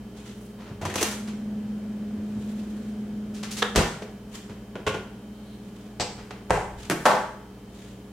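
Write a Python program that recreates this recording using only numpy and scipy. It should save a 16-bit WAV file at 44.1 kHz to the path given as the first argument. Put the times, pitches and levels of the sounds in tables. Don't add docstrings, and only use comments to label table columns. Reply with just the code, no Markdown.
import sys
import numpy as np
from scipy import signal
from scipy.fft import rfft, irfft, next_fast_len
from scipy.io import wavfile
from scipy.ndimage import uniform_filter1d

SR = 44100
rng = np.random.default_rng(int(sys.argv[2]) if len(sys.argv) > 2 else 0)


def to_wav(s):
    ch = np.atleast_2d(s).T
    pcm = np.round(np.clip(ch, -1, 1) * 32767)
    wavfile.write(sys.argv[1], SR, pcm.astype(np.int16))


N = 358091
TIME = np.arange(N) / SR

# frequency in Hz, relative level in dB.
AMBIENCE_COLOUR = [(15, -59), (25, -25), (43, -7.5), (68, -8), (87, -9.5), (123, -11.5), (153, -15),
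                   (206, -0.5), (263, -11.5), (416, -11), (545, -14.5), (1940, -29.5), (2410, -29),
                   (3080, -31), (16000, -42)]
AMBIENCE_DB = -47
# frequency in Hz, 60 dB decay time in s.
KITCHEN_T60 = [(60, 1.8), (200, 0.34), (500, 0.48), (1500, 0.6), (4000, 0.5), (8000, 0.55), (15000, 0.4)]
# frequency in Hz, side level minus mid level in dB.
WIDTH = [(60, -25), (130, -28), (250, -21), (500, -12.5), (1000, -6), (2000, -5), (4000, -1.5), (8000, -1)]

# frequency in Hz, mean rms level in dB.
HUM_LINES = [(59.2, -54.5), (119.5, -52), (193.5, -49.5), (296.1, -57.5), (414.5, -54.5), (1480, -78.5),
             (1695, -73.5), (2998, -75.5), (3117, -70)]
# frequency in Hz, relative level in dB.
FAN_AIR_COLOUR = [(60, -22), (100, -6), (135, -14), (158, -2), (175, -17), (205, -1), (232, 5.5),
                  (265, -9.5), (400, -12), (600, -19), (1100, -33), (1480, -28), (2200, -35.5),
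                  (8000, -45.5), (16000, -71)]
# opens in seconds, shuts in seconds, tone level added when wide open in dB.
OPEN_DOORS = [(0.9, 3.88, -33), (-1, 6.45, -45.5)]
FAN_HZ, FAN_SHUT_IN_DB = 209.9, -56.5
OPENING_S, CLOSING_S = 0.52, 0.91

# centre in seconds, level in dB, standard deviation in s, share of fine hiss 0-1.
SWISHES = [(.195, -56.5, 0.039, 0.05), (0.296, -54, 0.022, 0), (0.42, -57.5, 0.047, 0.74),
           (2.596, -58, 0.24, 0.23), (4.353, -46, 0.029, 0.16), (5.76, -59, 0.084, 0),
           (6.833, -46, 0.034, 0.08), (7.053, -41, 0.036, .5), (7.832, -54, 0.07, .13)]
# frequency in Hz, relative level in dB.
CLOTH_COLOUR = [(200, -27.5), (1000, 0), (2200, 1.5), (3300, 3.5), (5000, -2.5), (7000, 0), (10000, -8),
                (16000, -24)]
CLOTH_HISS_COLOUR = [(1000, -20), (5000, -4), (10000, 0), (16000, -8)]
# time in seconds, level in dB.
HINGE_RUB_LEVEL = [(5.2, -91.5), (5.38, -65), (5.55, -59), (5.75, -90)]
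# frequency in Hz, relative level in dB.
HINGE_RUB_COLOUR = [(1000, -26), (3600, -6), (4200, -4), (4800, -22), (10000, -18), (16000, -35)]

# start in seconds, level in dB, contact time in s, tilt in dB per octave.
CLOSER_TICKS = [(1.273, -45.5, 0.02, -2.5), (3.341, -47, 0.036, 1), (3.430, -38, 0.014, -1.5),
                (3.509, -38, 0.02, 3.5), (3.568, -35, 0.022, 1.5)]
# start in seconds, level in dB, contact time in s.
HAND_TOUCHES = [(.591, -47, .041), (.660, -48.5, 0.03), (4.490, -47.5, 0.023), (6.180, -46, 0.027),
                (6.307, -41, .006)]
HAND_BRIGHT_DB = -6
# start in seconds, level in dB.
STEPS = [(.70, -36), (2.17, -38.5), (2.359, -36.5), (4.491, -40.5)]

# start in seconds, level in dB, contact time in s.
BOTTLE_TAPS = [(4.020, -38.5, 0.0061)]
SHELF_KNOCKS = [(4.755, -37.5, .0025), (4.762, -41, .003), (4.866, -24.5, 0.011), (4.939, -31.5, 0.015)]
MAGNET_PULLS = [(6.8988, -27.5, 0.0018)]
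OPENER_KNOCKS = [(7.0545, -20.5, 0.0032), (7.059, -18, 0.0092)]
HINGE_CLICKS = [(5.998, -30.5, .004)]
FRIDGE_SHUTS = [(6.5055, -19.5, 0.0035)]
CLOSER_CLACKS = [(3.6205, -34.5, 0.0035), (3.623, -26, 0.0019), (3.627, -24, .0021)]
FREEZER_SHUTS = [(3.7593, -23, 0.0051)]

# frequency in Hz, relative level in dB.
TICK_COLOUR = [(150, -19), (450, -6), (1200, -1), (3000, -1), (6500, -3), (10000, -11), (16000, -27)]
FLOORBOARD_COLOUR = [(20, -48), (42, -11), (95, 3.5), (160, -3), (300, -9.5), (1500, -34), (8000, -73)]
BOTTLE_COLOUR = [(200, -7), (450, 0.5), (700, -3), (1000, -16), (2500, -17.5), (6000, -27.5), (16000, -50)]
SHELF_COLOUR = [(88, -24), (150, -0.5), (286, -6.5), (398, 4), (774, -6.5), (1100, -6), (1290, -17),
                (1420, -3), (1720, -13), (3040, -11.5), (4490, -24), (6640, -24.5), (14200, -44.5),
                (16000, -65)]
MAGNET_COLOUR = [(59, -52), (100, -33), (150, 0), (234, -5.5), (322, 1), (415, -9.5), (648, -9.5),
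                 (910, -13), (1010, -13), (1360, -14), (1520, -10.5), (3780, -24.5), (8110, -25.5),
                 (14400, -36), (16000, -51)]
OPENER_COLOUR = [(71, -55), (120, -19), (217, -7), (272, -14), (503, -7), (557, -8), (617, 1), (773, -5.5),
                 (968, -3.5), (2020, -15.5), (2200, -19), (2430, -20), (7820, -29.5), (15000, -44),
                 (16000, -54)]
HINGE_COLOUR = [(160, -9.5), (300, -9.5), (480, -5.5), (720, -3.5), (1050, -12.5), (1400, -17),
                (1800, -14.5), (3700, -16), (4600, -11), (6750, -19.5), (7900, -14.5), (9800, -38),
                (15000, -44), (16000, -60)]
FRIDGE_COLOUR = [(47, -8), (80, -15), (107, -0.5), (125, -55), (156, -2.5), (271, -18), (413, -4),
                 (451, -6), (937, -3), (1200, -14), (1670, -13.5), (4230, -30.5), (8050, -28),
                 (13400, -47.5), (16000, -70)]
CLOSER_COLOUR = [(200, -29), (430, 5.5), (640, -8), (1100, -2), (1700, 0), (2500, -14), (3600, -5),
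                 (4500, -19), (7000, -23), (16000, -46)]
FREEZER_COLOUR = [(71, -30), (120, -12.5), (163, -1), (301, -9), (402, -6), (445, -6.5), (773, -11),
                  (856, -14.5), (1010, -13.5), (1210, -15), (7660, -30), (14700, -49.5), (16000, -56)]
GASKET_COLOUR = [(150, -25), (250, -1), (393, -3), (444, -3.5), (686, -4), (1450, -8.5), (2760, -10),
                 (5440, -15.5), (6140, -11.5), (12500, -24), (16000, -36)]

# frequency in Hz, mean relative level in dB, 60 dB decay time in s.
SKIN_MODES = [(425, -7, .4), (492, -3, .6), (513, -2, .5), (619, -1, .5), (677, 0, .55), (786, -4, .45),
              (836, -1, .5), (866, 0, .55), (990, -1, .5), (1065, -4, .45), (1147, -4, .55), (1318, -4, .5),
              (1367, -8, .45), (1533, -6, .55), (1593, -9, .5), (1796, -9, .45), (2029, -8, .45),
              (2385, -14, .3), (2912, -16, .3)]
CABINET_MODES = [(83.3, -3.5, 0.37), (97.8, 2, 0.32), (156, 0.5, 0.29)]
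AIR_POCKET_MODES = [(36, -8, 0.2), (47.4, -1, 0.3), (65, -1.5, 0.2)]
SHELF_MODES = [(99.8, 0, 0.49), (422, 0, .14), (544, -3.5, 0.56), (1074, 0, 0.44), (1138, -4, 0.45),
               (1437, -3.5, 0.48), (2099, -8, 0.29), (2650, -10, 0.28)]
FLEX_MODES = [(160.5, 1, 0.36), (182.5, -4, .25), (324.5, 5.5, 0.26), (349, -9, .18)]
SHELF_S, SHELF_DB = 4.868, -30.5
FLEX_S, FLEX_DB = 6.900, -25
RATTLE_LAG = .33
SOFT_DULLING = 0.18
SEAL_LEAD_S = .0085

# start in seconds, level in dB, contact time in s, squelch centre in Hz.
GASKET_SNAPS = [(.814, -37.5, 0.018, 690), (.852, -34.5, 0.0081, 960), (.897, -42, .012, 1800),
                (.940, -41, 0.006, 1800), (.956, -32, 0.0057, 483), (.978, -35, .014, 2670),
                (1.009, -30, .014, 420), (1.028, -30, 0.0031, 336), (1.111, -43, 0.012, 6000)]
# frequency as a ratio to its centre, relative level in dB.
SQUELCH_SHAPE = [(.1, -45), (.6, -20), (.85, -12), (1, -4), (1.18, -11.5), (1.6, -17), (8, -54)]
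# door still held, door free, in dB per octave.
PEEL_BRIGHT_DB = (-2.5, 1.5)
# door still held, door free, in dB.
PEEL_THUMP_DB = (4.5, -15)
PEEL_START_S, PEEL_S = 0.818, 0.2
SQUELCH_DB, SQUEAK_DB, SQUEAK_HZ, QUICK_SNAP_S = -.5, 7.0, 6100, 0.0037


def from_db(db):
    return 10 ** (np.asarray(db) / 20)


def at_hz(points, hz):
    f, value = np.transpose(points)
    return np.interp(np.log(np.maximum(hz, 1)), np.log(f), value)


def rms_one(x):
    return x / np.sqrt(np.mean(x ** 2) + 1e-20)


def add(track, s, sound):
    start = round(s * SR)
    track[:, start:start + sound.shape[-1]] += sound[..., :N - start]


def drift(rate):
    hz = np.fft.rfftfreq(N, 1 / SR)
    return rms_one(irfft(rfft(rng.standard_normal(N)) / (1 + (hz / rate) ** 2), N))


def diffuse(spectrum, size=N):
    padded = next_fast_len(size, True)
    hz = np.fft.rfftfreq(padded, 1 / SR)
    mid, side = rfft(rng.standard_normal((2, padded))) * from_db(at_hz(spectrum, hz))
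    width = from_db(at_hz(WIDTH, hz))
    pair = np.array([mid + width * side, mid - width * side]) / np.sqrt(1 + width ** 2)
    return rms_one(irfft(pair, padded)[:, :size])


def minimum_phase(magnitude):
    half = 8192 // 2
    cepstrum = irfft(np.log(magnitude + 1e-12))
    cepstrum[:, 1:half] *= 2
    cepstrum[:, half + 1:] = 0
    return np.exp(rfft(cepstrum))


def contact(spectrum, length, tilt_db, grain_db=4.5, first_touch=0.2, softness=0.3, clump_db=2.0, spread_db=-4.0):
    size = 8192
    t, hz = np.arange(size) / SR, np.fft.rfftfreq(size, 1 / SR)
    clumps = np.interp(t, t[::128], rng.standard_normal(size // 128))
    grip = from_db(grain_db * rng.standard_normal(size) + clump_db * clumps)
    envelope = np.exp(-t / length) * (1 - np.exp(-t / (softness * length)))
    chatter = rng.standard_normal((2, size)) * grip * envelope
    chatter[0, 0] += first_touch * np.linalg.norm(chatter[0]) * np.exp(-length / 0.072)
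    force = rfft(chatter)
    even = np.sqrt(uniform_filter1d(np.abs(force) ** 2, size=36))
    tilt = tilt_db * np.log2(np.maximum(hz, 300) / 1000)
    colour = from_db(at_hz(spectrum, hz) + tilt) / even
    colour[1] *= from_db(at_hz(WIDTH, hz) + spread_db)
    mid, side = irfft(force * minimum_phase(colour))
    return np.array([mid + side, mid - side]) / np.linalg.norm(mid) * np.sqrt(.03 * SR)


def ring(modes, spread_db, rise, size=36000):
    t = np.arange(size) / SR
    hz, db, t60 = np.transpose(modes)[:, :, None]
    strength = from_db(db + spread_db * rng.standard_normal(hz.shape)) * rng.choice([-1, 1], hz.shape)
    decay = np.exp(-np.log(1000) * t / t60)
    onset = 1 - np.exp(-t / rise)
    return np.sum(strength * decay * np.sin(2 * np.pi * hz * t), 0) * onset


def kitchen(x, size=36000):
    t = np.arange(size) / SR
    hz = np.fft.rfftfreq(size, 1 / SR)
    noise, tail = rfft(diffuse([(1, 0), (SR, 0)], size=size)), 0
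    centres = np.array(KITCHEN_T60)[:, 0]
    for share, (_, t60) in zip(np.eye(len(centres)), KITCHEN_T60):
        band = irfft(noise * at_hz(np.column_stack([centres, share]), hz), size)
        decay = np.exp(-np.log(1000) * t / t60)
        tail = tail + band * decay * np.sqrt(2 * np.log(1000) / (t60 * SR))
    build_up = 1 - np.exp(-(t / .007) ** 2)
    return signal.fftconvolve(x[None], tail * build_up, axes=1)[:, :N]


def in_kitchen(sounds):
    direct, to_room = np.zeros((2, 2, N))
    for s, sound, room_gain in sounds:
        add(direct, s, sound)
        add(to_room, s, room_gain * sound)
    return direct + kitchen(to_room.mean(0))


def ambience():
    return from_db(AMBIENCE_DB) * diffuse(AMBIENCE_COLOUR)


def compressor(waver_db=1.0):
    out, knots = 0, np.linspace(0, TIME[-1], 40)
    for hz, db in HUM_LINES:
        waver = np.interp(TIME, knots, rng.standard_normal(len(knots)))
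        phase = 2 * np.pi * (hz * TIME + rng.random())
        out = out + np.sqrt(2) * from_db(db + waver_db * waver) * np.sin(phase)
    return out


def fan(air_db=-7.5):
    power = from_db(FAN_SHUT_IN_DB) ** 2
    for opens, shuts, db in OPEN_DOORS:
        gap = np.clip(np.minimum((TIME - opens) / OPENING_S, (shuts - TIME) / CLOSING_S), 0, 1)
        power = power + gap * from_db(db) ** 2
    flutter = from_db(.6 * drift(8))
    phase = 2 * np.pi * FAN_HZ * TIME + .08 * drift(6)
    tone = np.sqrt(2) * np.sin(phase) * flutter
    return np.sqrt(power) * (tone + from_db(air_db) * diffuse(FAN_AIR_COLOUR))


def shirt(grain_db=4.0, room_db=1.5):
    rub, hiss = np.zeros((2, N))
    for s, db, length, fine in SWISHES:
        swell = from_db(db) * np.exp(-.5 * ((TIME - s) / length) ** 2)
        rub += (1 - fine) * swell
        hiss += fine * swell
    grain = from_db(grain_db * drift(33))
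    cloth = grain * (rub * diffuse(CLOTH_COLOUR) + hiss * diffuse(CLOTH_HISS_COLOUR))
    return cloth + from_db(room_db) * kitchen(cloth.mean(0))


def hinge():
    level = np.interp(TIME, *np.transpose(HINGE_RUB_LEVEL))
    return from_db(level) * diffuse(HINGE_RUB_COLOUR)


def handling(tick_room_db=0.0, step_room_db=-10.0):
    sounds = []
    for s, db, length, bright_db in CLOSER_TICKS:
        tick = from_db(db) * contact(TICK_COLOUR, length, bright_db)
        sounds.append((s, tick, from_db(tick_room_db)))
    for s, db, length in HAND_TOUCHES:
        touch = from_db(db) * contact(TICK_COLOUR, length, HAND_BRIGHT_DB)
        sounds.append((s, touch, from_db(tick_room_db)))
    for s, db in STEPS:
        step = from_db(db) * contact(FLOORBOARD_COLOUR, 0.025, 0)
        sounds.append((s, step, from_db(step_room_db)))
    return sounds


def shaken_door(s, skin_db, thump_db, thump_lag=0, skin_room_db=-12.5):
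    skin = from_db(skin_db) * ring(SKIN_MODES, spread_db=1.5, rise=.003)
    thump = from_db(thump_db) * ring(CABINET_MODES, spread_db=1.0, rise=0.0017)
    return [(s, skin, from_db(skin_room_db)), (s + thump_lag, thump, 0)]


def blows(rows, spectrum, bright_db, rattle_db, rattle_s, rattle_bright_db, room_db, skin_db, thump_db):
    sounds, hardest, lag = [], max(row[1] for row in rows), RATTLE_LAG * rattle_s
    for s, db, length in rows:
        dulling = SOFT_DULLING * (db - hardest)
        strike = from_db(db) * contact(spectrum, length, bright_db + dulling)
        rattle = from_db(db + rattle_db) * contact(spectrum, rattle_s, rattle_bright_db + dulling)
        sounds += [(s, strike, from_db(room_db)), (s + lag, rattle, from_db(room_db))]
        sounds += shaken_door(s, db + skin_db, db + thump_db, lag)
    return sounds


def sealing(rows, spectrum, touch_db, air_db, touch_s=0.0075, bright_db=-0.5):
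    sounds = []
    for s, db, _ in rows:
        air = from_db(db + air_db) * ring(AIR_POCKET_MODES, spread_db=1.0, rise=.01)
        touch = from_db(db + touch_db) * contact(spectrum, touch_s, bright_db)
        sounds += [(s - SEAL_LEAD_S, touch, 1), (s, air, 0)]
    return sounds


def shelf():
    taps = blows(BOTTLE_TAPS, BOTTLE_COLOUR, bright_db=-0.5, rattle_db=-3.5, rattle_s=0.014,
                 rattle_bright_db=0.5, room_db=-2.5, skin_db=-25, thump_db=-22)
    knocks = blows(SHELF_KNOCKS, SHELF_COLOUR, bright_db=.5, rattle_db=-6.5, rattle_s=.03,
                   rattle_bright_db=1.0, room_db=-4.5, skin_db=-24, thump_db=-9.0)
    ringing = from_db(SHELF_DB) * ring(SHELF_MODES, spread_db=-1.0, rise=.002)
    return taps + knocks + [(SHELF_S, ringing, 0)]


def bottle_opener():
    pulls = blows(MAGNET_PULLS, MAGNET_COLOUR, bright_db=1.0, rattle_db=5.0, rattle_s=.013,
                  rattle_bright_db=-.5, room_db=-2.5, skin_db=-15, thump_db=-18)
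    flex = from_db(FLEX_DB) * ring(FLEX_MODES, spread_db=1.5, rise=0.0038)
    knocks = blows(OPENER_KNOCKS, OPENER_COLOUR, bright_db=0.34, rattle_db=-3.5, rattle_s=.048,
                   rattle_bright_db=-0.7, room_db=-0.1, skin_db=-7.5, thump_db=-28)
    return pulls + [(FLEX_S, flex, 0)] + knocks


def fridge_door():
    clicks = blows(HINGE_CLICKS, HINGE_COLOUR, bright_db=-1.5, rattle_db=3.5, rattle_s=.015,
                   rattle_bright_db=0.1, room_db=-2.1, skin_db=-17, thump_db=-9.0)
    shuts = blows(FRIDGE_SHUTS, FRIDGE_COLOUR, bright_db=-0.86, rattle_db=-7.0, rattle_s=.044,
                  rattle_bright_db=0.0, room_db=0.0, skin_db=-16.0, thump_db=-24)
    return clicks + shuts + sealing(FRIDGE_SHUTS, FRIDGE_COLOUR, touch_db=-18.5, air_db=-3.5)


def gasket(room_db=3.0, lip_room_db=-13.0, skin_db=-18.0):
    sounds = []
    for s, db, length, hz in GASKET_SNAPS:
        freed = (s - PEEL_START_S) / PEEL_S
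        bright_db = np.interp(freed, [0, 1], PEEL_BRIGHT_DB)
        thump_db = np.interp(freed, [0, 1], PEEL_THUMP_DB)
        snap = contact(GASKET_COLOUR, length, bright_db)
        squelch = from_db(SQUELCH_DB) * contact(np.multiply(SQUELCH_SHAPE, [hz, 1]), length, 0)
        quickness = np.exp(-length / QUICK_SNAP_S)
        squeak_colour = np.multiply(SQUELCH_SHAPE, [SQUEAK_HZ, 1])
        squeak = from_db(SQUEAK_DB) * quickness * contact(squeak_colour, length, bright_db)
        sounds.append((s, from_db(db) * snap, from_db(room_db)))
        sounds.append((s, from_db(db) * (squelch + squeak), from_db(lip_room_db)))
        sounds += shaken_door(s, db + skin_db, db + thump_db)
    return sounds


def freezer_door():
    clacks = blows(CLOSER_CLACKS, CLOSER_COLOUR, bright_db=0.5, rattle_db=-7.5, rattle_s=.023,
                   rattle_bright_db=-0.5, room_db=-6.5, skin_db=-28, thump_db=-41)
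    shuts = blows(FREEZER_SHUTS, FREEZER_COLOUR, bright_db=3.0, rattle_db=3.0, rattle_s=.023,
                  rattle_bright_db=0.2, room_db=0.65, skin_db=-11.5, thump_db=-2.0)
    return clacks + shuts + sealing(FREEZER_SHUTS, FREEZER_COLOUR, touch_db=-9.0, air_db=7.0)


def scene():
    background = ambience() + compressor() + fan()
    friction = shirt() + hinge()
    knocks = in_kitchen(handling() + shelf() + bottle_opener() + fridge_door() + gasket() + freezer_door())
    return background + friction + knocks


def record(dry):
    low_cut = signal.butter(2, 24, "high", fs=SR, output="sos")
    high_cut = signal.ellip(10, .1, 80, 15900, fs=SR, output="sos")
    return signal.sosfilt(high_cut, signal.sosfilt(low_cut, dry))


dry = scene()
out = record(dry)
to_wav(out)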